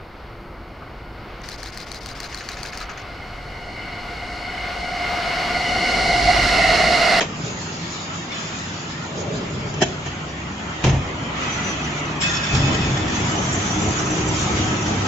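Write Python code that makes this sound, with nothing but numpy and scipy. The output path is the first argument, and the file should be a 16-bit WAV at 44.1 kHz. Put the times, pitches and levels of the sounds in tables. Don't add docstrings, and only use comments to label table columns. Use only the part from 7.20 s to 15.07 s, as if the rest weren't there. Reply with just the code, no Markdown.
import sys
import numpy as np
from scipy import signal
from scipy.fft import rfft, irfft, next_fast_len
from scipy.io import wavfile
from scipy.ndimage import uniform_filter1d, map_coordinates

SR = 44100
rng = np.random.default_rng(int(sys.argv[2]) if len(sys.argv) > 2 else 0)


def waveform_to_disk(signal):
    frames = np.transpose(np.atleast_2d(signal))
    scaled = np.clip(frames, -1, 1) * 32767
    samples = np.round(scaled).astype(np.int16)
    wavfile.write(sys.argv[1], SR, samples)


N = 347067

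# freq_hz, density_db
RUMBLE_SPECTRUM = [(20, -26.5), (45, -13.5), (68, -9.5), (110, -2), (160, 0), (230, -4), (300, -19),
                   (500, -64.5)]
RASP_SPECTRUM = [(600, -25.5), (950, -6.5), (1300, 7.5), (1520, 3), (1950, 3.5), (2500, 2), (3200, 1),
                 (3700, -6), (5000, -12.5)]
HISS_SPECTRUM = [(2500, -28), (3500, 6.5), (4100, 4.5), (5100, 6), (5600, 3.5), (6200, 4.5), (7000, 8.5),
                 (7600, -6)]
# pitch_hz, level_db, t60_s
PANEL_MODES = [(64.5, -3, 0.34), (89.4, -0.5, 0.35), (132.7, 6, 0.29), (198, -6.5, 0.26),
               (274.3, -10.5, 0.33)]


def amp(db):
    return 10 ** (np.asarray(db) / 20)


def unit(x):
    return x / np.sqrt(np.mean(np.abs(x) ** 2) + 1e-20)


def along(points, hz):
    freqs_hz, values = np.transpose(points)
    return np.interp(np.log(hz + 1), np.log(freqs_hz + 1), values)


def wobble(rate_hz):
    knots = rng.standard_normal(int(N * rate_hz / SR) + 4)
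    return map_coordinates(knots, [np.arange(N) * rate_hz / SR])


def envelope(start_s, attack_s, hold_s=0, fade_db_per_s=0):
    age_s = np.arange(N) / SR - start_s
    return np.clip(age_s / attack_s, 0, 1) * amp(-fade_db_per_s * np.maximum(age_s - attack_s - hold_s, 0))


def power_sum(envelopes):
    return np.sqrt(sum((gain * amp(db)) ** 2 for gain, db in envelopes))


def filtered(x, response):
    size = next_fast_len(N + SR // 2)
    return irfft(rfft(x, size) * response(np.fft.rfftfreq(size, 1 / SR)), size)[..., :N]


def spread(pair, likeness=None):
    # freq_hz, correlation
    hall_likeness = [(100, .992), (170, .975), (290, .91), (500, .64), (850, .17), (1440, -.1), (2440, 0),
                     (4150, -.05), (7050, .45)]
    angle = lambda hz: np.arccos(np.clip(along(likeness or hall_likeness, hz), -1, 1)) / 2
    mid, side = filtered(pair, lambda hz: np.array([np.cos(angle(hz)), np.sin(angle(hz))]))
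    return np.array([mid + side, mid - side])


def rush(spectrum, patchy_db):
    bins = signal.stft(rng.standard_normal((2, N)), nperseg=1024)[2]
    patches = uniform_filter1d(rng.standard_normal(bins.shape[1:]), size=3, axis=0)
    patches = unit(uniform_filter1d(patches, size=6, axis=1))
    pair = signal.istft(bins * amp(patchy_db * patches), nperseg=1024)[1][:, :N]
    return unit(spread(filtered(pair, lambda hz: amp(along(spectrum, hz)))))


def tone(hz, blur, rate_hz):
    knots = rng.standard_normal((2, int(N * rate_hz / SR) + 4, 2)) @ [1, 1j] / np.sqrt(2)
    t = np.arange(N) / SR
    drift = np.array([np.interp(t * rate_hz, np.arange(len(row)), row) for row in knots])
    steady = np.exp(2j * np.pi * rng.random((2, 1)))
    sway = np.sqrt(1 - blur) * steady + np.sqrt(blur) * drift
    return unit(np.real(sway * np.exp(2j * np.pi * hz * t)))


def resonate(x, modes):
    def response(f):
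        return unit(sum((-1) ** k * amp(db) * 1j * f * width / (hz * hz - f * f + 1j * f * width)
                        for k, (hz, width, db) in enumerate(modes)))
    return filtered(x, response)


def far_machines():
    # freq_hz, density_db
    roar_spectrum = [(150, -65.5), (240, -4.5), (310, -3), (480, -10.5), (720, -7.5), (950, -8.5),
                     (1200, -10.5), (2000, -52)]
    # pitch_hz, level_db, peak_s, reach_s
    fan_hums = [(69.6, -40.5, 4.4, 1), (91.7, -45, 1.6, 3.5), (152, -39, 2.8, 0.39),
                (150.3, -36, 4.85, .45), (166.5, -41, 0.26, 1.9)]
    shielded = 1 - envelope(start_s=3.12, attack_s=1)
    rumble = amp(-31.5) * rush(RUMBLE_SPECTRUM, patchy_db=1.5)
    roar = amp(-30.5) * rush(roar_spectrum, patchy_db=1.5)
    din = amp(-31 - 3.5 * shielded) * rush(RASP_SPECTRUM, patchy_db=3.2)
    air = amp(-60.5) * rush(HISS_SPECTRUM, patchy_db=2.5)
    t = np.arange(N) / SR
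    hum = 0
    for hz, db, peak_s, reach_s in fan_hums:
        swell = 1 / np.hypot(1, ((t - peak_s) / reach_s) ** 2)
        hum += amp(db) * swell * tone(hz, blur=0.2, rate_hz=6)
    return amp(-5 * shielded) * (rumble + roar) + din + air + spread(hum)


def hall_echo(x):
    # freq_hz, t60_s
    decay_times = [(100, .9), (1000, 0.49), (7000, 0.4)]
    # freq_hz, gain_db
    echo_gains = [(200, -8), (1000, -13), (3000, -13), (7000, -11)]
    freqs_hz, t, bins = signal.stft(rng.standard_normal((2, SR)), SR, nperseg=256)
    decay = amp(-60 * t / along(decay_times, freqs_hz)[:, None])
    tail = signal.istft(bins * decay, SR, nperseg=256)[1]
    wet = signal.fftconvolve(x, tail / np.linalg.norm(tail[0]), axes=1)[:, :N]
    return filtered(spread(wet), lambda hz: amp(along(echo_gains, hz)))


def friction_tone(hz, rate_hz):
    return unit(amp(2.5 * wobble(28)) * tone(hz, blur=0.75, rate_hz=rate_hz))


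def disc_skips():
    return amp(3 * wobble(rate_hz=130))


def disc_squeal():
    # pitch_hz, level_db
    touch_tones = [(1260, -49), (1990, -28.5), (2552, -30), (7009, -67)]
    spurts = amp(1.6 * wobble(22)) * disc_skips()
    whistle = unit(spurts * friction_tone(hz=6028, rate_hz=85))
    touch = sum(amp(db) * friction_tone(hz, rate_hz=80) for hz, db in touch_tones)
    return amp(-37) * whistle + amp(-6) * touch


def workpiece_ring():
    # pitch_hz, level_db
    workpiece_modes = [(1626, -45), (1787, -46.5), (1835, -43), (2557, -41), (3521, -41), (5046, -51),
                       (5330, -51), (5520, -50), (6541, -49)]
    # pitch_hz, width_hz, level_db
    bite_modes = [(3270, 250, 4), (5470, 330, -0.5), (6550, 140, -13.5), (7500, 1100, -4)]
    ringing = sum(amp(db) * friction_tone(hz, rate_hz=40) for hz, db in workpiece_modes)
    screech = amp(2.5 * wobble(40)) * resonate(rng.standard_normal((2, N)), bite_modes)
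    return unit(disc_skips()) * (ringing + amp(-38.5) * screech)


def treble_pings(pings_per_s=420, t60_s=0.07, low_hz=5750, high_hz=7520):
    t = np.arange(int(t60_s * SR)) / SR
    decay = amp(-60 * t / t60_s)
    pings = np.zeros((2, N + SR))
    for side, when, pitch, size in rng.random((int(2 * pings_per_s * N / SR), 4)):
        hz = low_hz + pitch * (high_hz - low_hz)
        pings[int(2 * side), int(when * N):][:len(t)] += size ** 4 * np.sin(2 * np.pi * hz * t) * decay
    return unit(pings[:, :N])


def disc_whine(flicker_db=5.5):
    # pitch_hz, width_hz, level_db
    whine_tones = [(5560, 110, -1), (5912, 42, 6), (6030, 70, 2), (6230, 55, 0), (6305, 55, 0),
                   (6470, 70, -2), (6651, 45, 0), (6786, 55, -1), (7175, 60, -2), (7390, 70, 0)]
    sizzle = sum(amp(db + flicker_db * wobble(45)) * tone(hz, blur=0.94, rate_hz=2 * width_hz)
                 for hz, width_hz, db in whine_tones)
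    return amp(-33.5) * unit(sizzle) + amp(-38) * treble_pings()


def disc_snags(attack_s=0.0048, fade_db_per_s=450):
    # start_s, hold_s, pitch_hz, level_db
    snags = [(1.106, 0.018, 2230, -35), (1.119, .015, 3520, -33.5), (4.302, 0.052, 6028, -37.5),
             (4.43, 0.066, 6028, -36.5), (5.006, 0.013, 7450, -28.5), (5.001, 0.028, 5330, -32.5),
             (5.016, .23, 1626, -33), (5.033, 0.041, 2560, -24), (5.075, 0.083, 6450, -36),
             (5.145, 0.019, 5420, -33), (5.226, 0.022, 5450, -35), (5.298, .028, 2564, -27),
             (5.427, .025, 2557, -27), (5.614, .06, 2570, -34)]
    flares = 0
    for start_s, hold_s, hz, db in snags:
        gain = amp(db) * envelope(start_s, attack_s, hold_s, fade_db_per_s)
        flares += gain * tone(hz, blur=0.4, rate_hz=170)
    return flares


def grinder():
    # start_s, attack_s, hold_s, fade_db_per_s, rasp_db, hiss_db, voice, voice_db
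    passes = [(0.045, 0.22, 0.078, 3.5, -65, -34.5, "plain", 0),
              (1.108, 0.013, 0.055, 19.5, -34.5, -35.5, "ring", -6),
              (4.127, 0.092, 0.17, 22, -27.5, -35, "squeal", -1),
              (5.002, 0.018, 0.14, 16.5, -28, -30.5, "ring", 8.5),
              (5.322, 0.035, 0.2, 6.5, -31, -37.5, "ring", -1),
              (5.592, 0.37, 0.79, 2.5, -31, -36.5, "whine", 0.5),
              (7.08, 0.13, 0.076, 11, -31, -33.5, "plain", 0)]
    voice_response = {"squeal": (0.15, 0.82), "ring": (0.011, 1.73), "whine": (0.67, 2.2)}
    pressure = amp(0.7 * wobble(14))
    rasp = rush(RASP_SPECTRUM, patchy_db=3.3)
    sparks = unit(amp(2 * wobble(24)) * rush(HISS_SPECTRUM, patchy_db=4.2))
    voices = {"squeal": disc_squeal(), "ring": workpiece_ring(), "whine": disc_whine()}
    rasps, hisses, singing = [], [], 0
    for start_s, *shape, rasp_db, hiss_db, voice, voice_db in passes:
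        gain = envelope(start_s, *shape)
        rasps.append((gain, rasp_db))
        hisses.append((gain, hiss_db))
        if voice in voices:
            build_up_s, exponent = voice_response[voice]
            singing += amp(voice_db) * envelope(start_s, build_up_s) * gain ** exponent * voices[voice]
    abrasion = power_sum(rasps) * rasp + power_sum(hisses) * sparks
    return pressure * (abrasion + spread(singing + disc_snags()))


def cabinet_boom(pushes, rise_s=0.0033):
    t = np.arange(SR // 2) / SR
    panels = sum(amp(db - 60 * t / t60_s) * np.sin(2 * np.pi * hz * t) for hz, db, t60_s in PANEL_MODES)
    panels *= 1 - np.exp(-t / rise_s)
    boom = np.zeros(N + SR)
    for start_s, db in pushes:
        boom[round(start_s * SR):][:len(t)] += amp(db) * panels
    return boom[:N]


def lid_slides():
    # start_s, attack_s, hold_s, fade_db_per_s, rails_db, rumble_db
    slides = [(0.0, 0.024, 0.3, 39, -48.5, -35), (0.208, 0.035, 0.025, 88, -34.5, -36.5),
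              (1.835, 0.19, 0.13, 107, -30.5, -34.5), (2.022, 0.16, 0.39, 40, -37, -33)]
    # pitch_hz, width_hz, level_db
    rail_modes = [(413, 76, 8), (509, 63, 3), (569, 66, 7), (650, 77, -6.5)]
    rails_gain = power_sum((envelope(*shape), db) for *shape, db, _ in slides)
    rumble_gain = power_sum((envelope(*shape), db) for *shape, _, db in slides)
    rails = rails_gain * resonate(rng.standard_normal((2, N)), rail_modes)
    return spread(rails) + rumble_gain * rush(RUMBLE_SPECTRUM, patchy_db=0.5)


def knocks(lead_s=0.018, lead_db=-10):
    # start_s, clack_db, edge_db, scrape_db, boom_db, t60_s
    contacts = [(.007, -28.5, -27, -19, -47, 0.15), (2.539, -34, -33, -38.5, -47, 0.036),
                (2.615, -14.5, -23.5, -28.5, -30.5, 0.021), (2.621, -24, -14, -31, -45, 0.021),
                (2.631, -27, -23.5, -25.5, -54, 0.03), (2.858, -34.5, -33, -37.5, -31.5, 0.18),
                (3.64, -23, -37, -18.5, -18.5, 0.11), (3.664, -25, -42.5, -28, -15, 0.23),
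                (3.692, -37, -31, -34, -21.5, 0.058), (3.726, -33, -44.5, -42, -19, 0.46)]
    # pitch_hz, width_hz, level_db
    plate_modes = [(191, 40, -0.5), (345, 93, 2), (433, 76, -2.5), (615, 62, -6), (725, 70, -1.5),
                   (894, 55, -3.5)]
    edge_modes = [(1525, 74, -2.5), (1822, 69, 9), (2290, 39, 0.5), (2595, 49, 2), (3110, 70, 7.5),
                  (3380, 28, -1), (4010, 97, -5), (5150, 70, -1.5), (5630, 48, -0.5), (6380, 41, 7),
                  (6730, 90, -3.5), (7170, 200, -8.5)]
    # freq_hz, density_db
    scrape_spectrum = [(200, 1), (520, 11), (900, 6.5), (1400, 1.5), (2400, 3.5), (3200, 2), (4400, -5),
                       (6500, -2.5), (7600, -9.5)]
    # freq_hz, correlation
    close_likeness = [(100, .993), (300, .985), (500, .93), (850, .77), (1440, .5), (2440, .23),
                      (7050, .15)]
    chatter, pushes = np.zeros((3, N)), []
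    for start_s, clack_db, edge_db, scrape_db, boom_db, t60_s in contacts:
        lead = amp(lead_db) * envelope(start_s - lead_s, lead_s, fade_db_per_s=60 / t60_s)
        strike = envelope(start_s, attack_s=0.00037, hold_s=0.0063, fade_db_per_s=60 / t60_s)
        chatter += amp([[clack_db], [edge_db], [scrape_db]]) * (lead + strike)
        pushes.append((start_s, boom_db))
    clack, edge, scrape = chatter[:, None] * rng.standard_normal((3, 2, N))
    rasp = filtered(scrape, lambda hz: unit(amp(along(scrape_spectrum, hz)) * (hz < 7540)))
    steel = resonate(clack, plate_modes) + resonate(edge, edge_modes) + rasp
    return spread(steel, close_likeness) + cabinet_boom(pushes)


def drive_jolts():
    # start_s, level_db
    jolts = [(5.338, -17.5), (5.425, -19.5), (5.515, -23), (5.605, -23), (5.705, -27.5), (6.655, -28.5),
             (7.22, -24.5)]
    return cabinet_boom(jolts)


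def motor(start_s=5.3, rise_s=0.032, spin_up_s=0.5):
    # freq_hz, density_db
    drone_spectrum = [(20, -13), (45, -15), (68, 0), (125, 2), (190, -3), (270, -7), (340, -4), (430, -6.5),
                      (540, -12), (760, -7.5), (1050, -12), (1600, -89)]
    # pitch_hz, level_db, blur_share
    hum_lines = [(66, -50, 0.8), (99.4, -33.3, 0.28), (133, -35, 0.9), (168, -39.5, 0.96), (183.3, -40, 1),
                 (209.3, -38, .9), (249, -40.5, 0.95), (300, -40, 1), (311.3, -34.7, 0.36), (350, -43.5, 1),
                 (383, -41.5, .7), (738, -45.5, .7), (1296, -40, 0.77)]
    running = envelope(start_s, rise_s)
    at_speed = envelope(start_s, spin_up_s)
    torque = envelope(start_s, rise_s, hold_s=0.1, fade_db_per_s=29.5)
    unevenness = amp(2.3 * wobble(16))
    drone_gain = power_sum([(running, -26.5), (torque, -40)]) * unevenness
    drone = drone_gain * rush(drone_spectrum, patchy_db=2.5)
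    hum = sum(amp(db) * tone(hz, blur, rate_hz=9.7) for hz, db, blur in hum_lines)
    shudder_modes = [(hz, 30, db) for hz, db, _ in PANEL_MODES]
    shudder = amp(-23) * torque * resonate(rng.standard_normal((2, N)), shudder_modes)
    return drone + spread(shudder + at_speed * np.sqrt(unevenness) * hum)


def scene():
    clatter = knocks() + lid_slides() + drive_jolts()
    return clatter + hall_echo(clatter) + motor() + far_machines() + grinder()


def record(dry, ceiling=0.75, cutoff_hz=7540, carrier_hz=16000):
    rounded = dry / (1 + (dry / ceiling) ** 6) ** (1 / 6)
    passband = filtered(rounded, lambda hz: 1 / np.hypot(1, (hz / cutoff_hz) ** 400))
    mirrored = 2 * passband * np.cos(2 * np.pi * carrier_hz * np.arange(N) / SR)
    leak = filtered(mirrored, lambda hz: (hz > 9850) & (hz < 11600))
    return passband + amp(-31) * leak


dry = scene()
out = record(dry)
waveform_to_disk(out)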